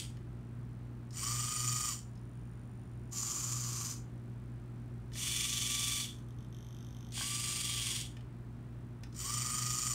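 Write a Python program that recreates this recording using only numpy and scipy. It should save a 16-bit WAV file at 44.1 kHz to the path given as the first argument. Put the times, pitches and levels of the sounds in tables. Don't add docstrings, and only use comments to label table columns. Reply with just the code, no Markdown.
import sys
import numpy as np
from scipy import signal
from scipy.fft import rfft, irfft, next_fast_len
from scipy.io import wavfile
from scipy.ndimage import uniform_filter1d, map_coordinates

SR = 44100
rng = np.random.default_rng(int(sys.argv[2]) if len(sys.argv) > 2 else 0)


def digitize_waveform(pressure):
    field = np.atleast_2d(pressure).T
    bounded = np.clip(field, -1, 1)
    quanta = np.round(bounded * 32767).astype(np.int16)
    wavfile.write(sys.argv[1], SR, quanta)


N = 438354
T = np.arange(N) / SR
MAINS_HZ = 119.9

# f/Hz, width/Hz, level/dB
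ELBOW_OUT = [(1200, 90, -10.5), (1910, 74, -16), (2260, 340, -20.5), (3070, 230, -14), (4660, 180, -10),
             (5590, 440, -10.5), (6000, 170, -9), (7060, 237, -2), (8060, 120, -4), (8860, 91, -5.5),
             (11550, 270, -22.5), (13400, 500, -23), (14900, 550, -22.5)]
ELBOW_BACK = [(1170, 147, -6.5), (2400, 460, -20.5), (3110, 450, -17), (4130, 170, -18), (4740, 260, -11),
              (5130, 300, -12), (6120, 570, -3.5), (7040, 310, 1), (8200, 280, -9), (8900, 320, -13.5),
              (11800, 580, -19.5), (12900, 500, -20), (14600, 900, -29)]
SHOULDER_OUT = [(1170, 115, -6), (1920, 140, -7.5), (2350, 206, 0.5), (3010, 310, 4), (3420, 145, 8),
                (4510, 450, 1), (5770, 490, 4.5), (6470, 510, 2.5), (7150, 300, 4), (8580, 1200, 2.5),
                (9350, 600, -6), (11400, 790, -35), (13000, 1200, -12), (15000, 900, -53)]
SHOULDER_BACK = [(1150, 120, -3.5), (2270, 480, 1.5), (2820, 280, 4), (3294, 300, 10.5), (4280, 233, 3),
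                 (4820, 240, 9.5), (5700, 350, 6), (6920, 770, 7.5), (8260, 810, 7.5), (9100, 570, 5.5),
                 (9200, 170, 4), (11800, 900, -21), (13100, 1500, -15), (15000, 710, -56)]
# resonances, rattle's gear throb/0-1, its shaft throb/0-1, tone's gear throb/0-1,
# 2nd harmonic/dB, 3rd/dB, tone waver/dB, spin-up/s, rattle rise/s, braking/(full speed per s),
# fade/(dB per s), early boost of the strongest resonance/dB, late boost/dB, change after/s
ELBOW_RIGHTWARD = (ELBOW_OUT, .25, .25, .45, -14, -25, 1.2, .064, .038, 3.4, 240, -2.5, 1.5, .58)
ELBOW_LEFTWARD = (ELBOW_BACK, .15, .18, .5, -8, -25, 3, .055, .016, 2.8, 270, 2, -.5, .5)
SHOULDER_DOWN = (SHOULDER_OUT, .22, .12, .4, 2, 11, 1.8, .052, .04, .7, 190, 1.5, 7, .93)
SHOULDER_UP = (SHOULDER_BACK, .2, .15, .35, -3, -3, 1.8, .045, .025, .6, 230, -.5, 4, .55)
# f/Hz, level/dB, t60/s
ELBOW_LEFT = [(7500, -3, .006), (8450, -2, .006), (9480, 0, .0075), (5800, 0, .004), (4200, 0, .004)]
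ELBOW_RIGHT = [(9150, 0, .0055), (7100, -7, .005), (5800, -7, .004), (11600, -17, .004)]
SHOULDER = [(3200, -1, .0065), (3600, -2, .0065), (5600, -1, .0055), (6200, 0, .006), (9100, -3, .004),
            (11500, -4, .004), (12400, -4, .004)]


def amp(db):
    return 10 ** (np.asarray(db) / 20)


def unit_rms(x):
    return x / np.sqrt(np.mean(x ** 2) + 1e-20)


def wobble(rate):
    knots = rng.standard_normal(int(N * rate / SR) + 4)
    return map_coordinates(knots, [T[::8] * rate]).repeat(8)[:N]


def knee(t, soft_s=.012):
    return soft_s * np.logaddexp(0, t / soft_s)


def filtered(x, response):
    size = next_fast_len(len(x) + 8192)
    return irfft(rfft(x, size) * response(np.fft.rfftfreq(size, 1 / SR)), size)[:len(x)]


def resonance(hz, width):
    return lambda f: f * width / np.sqrt((hz * hz - f * f) ** 2 + (f * width) ** 2)


def strike(out, start, modes, db, noisy, rise_s):
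    t = np.arange(SR // 10) / SR
    blur = 1 + 4 * noisy * uniform_filter1d(rng.standard_normal((len(modes), len(t))), size=16)
    ring = sum((-1) ** k * amp(mode_db - 60 * t / t60) * blur[k] * np.sin(2 * np.pi * hz * t)
               for k, (hz, mode_db, t60) in enumerate(modes))
    attack = (1 - np.exp(-t / rise_s)) ** 2
    part = out[round(start * SR):][:len(t)]
    part += (amp(db) * ring * attack)[:len(part)]


def swing(way, start, brake_s, fade_s, tooth_hz, rattle_db, tone_db, drift_db, thrum_db, in_step_s):
    case, gear_depth, shaft_depth, tone_depth, second_db, third_db, waver_db = way[:7]
    spin_up_s, rise_s, brake_rate, fade_rate, early_db, late_db, change_s = way[7:]
    pinion_teeth, gear_teeth = 10, 50
    part = slice(max(round(start * SR), 0), round((start + fade_s + .3) * SR))
    t = T[part] - start
    speed = np.clip(1 - np.exp(-t / spin_up_s) - brake_rate * knee(t - brake_s), 1e-3, 1)
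    mesh = 2 * np.pi * np.cumsum(tooth_hz * speed + 2.5 * wobble(30)[part]) / SR
    shaft_throb = np.cos(mesh / pinion_teeth) + .6 * np.cos(2 * mesh / pinion_teeth)
    fade = amp(-fade_rate * knee(t - fade_s))

    uneven = (1 + shaft_depth * shaft_throb) * amp(.8 * wobble(100)[part])
    strongest_db = max(db for _, _, db in case)
    boost_db = early_db + (late_db - early_db) * (1 + np.tanh((t - change_s) / .04)) / 2
    case_noise = 0
    for hz, width, db in case:
        angle = mesh / gear_teeth + rng.normal(0, .5)
        gear_throb = 1 + gear_depth * min(1, 7000 / hz) * (np.cos(angle) + .5 * np.cos(2 * angle))
        swell_db = .8 * wobble(6)[part] + (db == strongest_db) * boost_db
        impacts = gear_throb * uneven * rng.standard_normal(len(t))
        case_noise += amp(db + swell_db) * filtered(impacts, resonance(hz, width))
    bite = (1 - np.exp(-t / rise_s)) ** 5
    rattle = amp(rattle_db) * bite * fade * unit_rms(case_noise)

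    overtones = amp(second_db) * np.sin(2 * mesh) + amp(third_db) * np.sin(3 * mesh)
    tone = np.sin(mesh) + speed ** 4 * overtones
    tone *= (1 + .2 * shaft_throb) * (1 + tone_depth * np.cos(mesh / gear_teeth))
    tone *= amp(tone_db + drift_db * t + waver_db * wobble(40)[part]) * speed ** 5 * fade
    tone *= (1 + np.tanh((speed - .84) / .03)) / 2

    shaft_angle = (mesh - np.interp(in_step_s - start, t, mesh)) / pinion_teeth
    thrum = amp(thrum_db) * speed ** 18 * np.sin(shaft_angle + 2 * np.pi * MAINS_HZ * in_step_s)
    out = np.zeros(N)
    out[part] = rattle + np.sqrt(2) * (tone + thrum)
    return out


def servo_swings():
    # way, t/s, brake after/s, fade after/s, tooth f/Hz, rattle level/dB, tone level/dB,
    # tone drift/(dB per s), thrum level/dB, t/s at which the thrum is in step with the mains hum
    swings = [(SHOULDER_UP, -.92, .66, .91, 1178, -38.5, -56, -8, -62, .01),
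              (ELBOW_RIGHTWARD, 1.095, .79, .83, 1232, -38, -48, .5, -44, 1.69),
              (ELBOW_LEFTWARD, 3.1, 0.7, 0.82, 1217, -40, -58.5, -16, -47, 3.63),
              (SHOULDER_DOWN, 5.1, .92, .91, 1165, -36.5, -65.5, 8, -58, 5.58),
              (SHOULDER_UP, 7.1, .66, .9, 1178, -38.5, -53, -11.5, -61, 7.8),
              (ELBOW_RIGHTWARD, 9.115, .79, .83, 1234, -38, -48.5, .5, -44.5, 9.67)]
    return sum(swing(*row) for row in swings)


def fan():
    # order, rms level/dB
    blade_tones = [(1, -56.5), (4, -59.5), (5, -68), (6, -69.5)]
    # f/Hz, relative level/dB
    air_spectrum = [(20, -25.5), (40, -9.5), (52, -2.5), (80, -6.5), (100, -1), (135, -4), (165, -3.5),
                    (220, -7.5), (380, -14.5), (480, -22.5), (1400, -28), (2500, -36.5), (5000, -46),
                    (9000, -49.5), (10500, -54.5), (16000, -51)]
    blade_hz, hum_db, hum_sink_db_per_s = 58.85, -45.5, .28
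    hum = amp(hum_db - hum_sink_db_per_s * T + .33 * wobble(3.8)) * np.sin(2 * np.pi * MAINS_HZ * T)
    blade_phase = 2 * np.pi * np.cumsum(blade_hz + .1504 * wobble(2.5)) / SR
    blades = sum(amp(db + 1.84 * wobble(4.4)) * np.sin(k * blade_phase) for k, db in blade_tones)
    air_hz, air_db = np.transpose(air_spectrum)
    white = rng.standard_normal(N)
    air = filtered(white, lambda f: amp(np.interp(np.log(f + 1), np.log(air_hz), air_db)))
    return np.sqrt(2) * (hum + blades) + amp(-51 + .2 * wobble(2.6)) * unit_rms(air)


def holding_ticks():
    # modes, from t/s, to t/s, delay after the pulse/s, level/dB
    holds = [(ELBOW_LEFT, .12, 1.2, 0, -56), (ELBOW_RIGHT, 2.05, 4, .0002, -46),
             (ELBOW_LEFT, 3.5, 6, 0, -55), (SHOULDER, 6.09, 6.2, 0.0036, -44),
             (ELBOW_LEFT, 5.6, 7.1, 0.0021, -53.5), (SHOULDER, 6.27, 6.32, 0.0043, -44.5),
             (SHOULDER, 6.38, 6.45, .0042, -45.5), (SHOULDER, 6.52, 7.11, 0.0037, -41.5),
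             (ELBOW_LEFT, 6.8, 10, 0, -58)]
    first_pulse_s, pulse_period_s = .0092, .020042
    out = np.zeros(N)
    for modes, start, end, delay, db in holds:
        for tick_s in np.arange(first_pulse_s + delay, N / SR, pulse_period_s):
            if start < tick_s < end:
                strike(out, tick_s, modes, db + rng.normal(0, .8), noisy=.5, rise_s=.001)
    return out


def gear_clacks():
    # t/s, relative level/dB, gain of the low modes/dB
    clacks = [(0.1695, -55.5, 7), (1.1069, -44, -19), (1.1298, -45, -11), (2.1545, -54, -15),
              (2.1755, -56, -14), (3.1266, -43, -15), (5.118, -54, 6), (5.135, -42, -14), (5.155, -43, 4),
              (7.121, -37, -13), (8.1674, -51.5, 6), (8.2077, -56.5, 5), (9.0343, -41, 1.5),
              (9.1257, -47, -18), (9.1466, -44, -19)]
    # f/Hz, level/dB
    plastic = [(1800, -2), (3000, -1), (3900, -12), (5200, -0.5), (7000, -10.5), (8500, -14), (11000, -28)]
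    t60_s, low_below_hz = .029, 4500
    out = np.zeros(N)
    for start, db, low_db in clacks:
        modes = [(hz, mode_db + (low_db if hz < low_below_hz else 0), t60_s) for hz, mode_db in plastic]
        strike(out, start, modes, db - 9, noisy=1.5, rise_s=.0004)
    return out


def base_knocks():
    # t/s, level/dB, brightness/(dB per octave)
    knocks = [(7.176, -33, -4), (7.21, -31, 3.5)]
    # f/Hz, level/dB, t60/s
    board = [(800, -3, .012), (1150, 0, .012), (1600, 0, .014)]
    out = np.zeros(N)
    for start, db, tilt in knocks:
        modes = [(hz, mode_db + tilt * np.log2(hz / 800), t60) for hz, mode_db, t60 in board]
        strike(out, start, modes, db, noisy=.2, rise_s=.001)
    return out


def room(x, t60, dull_hz):
    t = np.arange(SR // 3) / SR
    tail = rng.standard_normal(len(t)) * amp(-60 * t / t60) * (t > .003)
    tail = filtered(tail, lambda f: (f > 300) / (1 + 1j * f / dull_hz))
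    return signal.fftconvolve(x, tail / np.linalg.norm(tail))[:N]


def scene():
    whir = servo_swings()
    blows = holding_ticks() + gear_clacks() + base_knocks()
    echo = room(amp(-11) * whir + amp(-8) * blows, t60=.25, dull_hz=7000)
    return (whir + blows + echo + fan())[None]


def record(dry):
    top_hz = 15690
    return filtered(dry[0], lambda f: f < top_hz)[None]


dry = scene()
out = record(dry)
digitize_waveform(out)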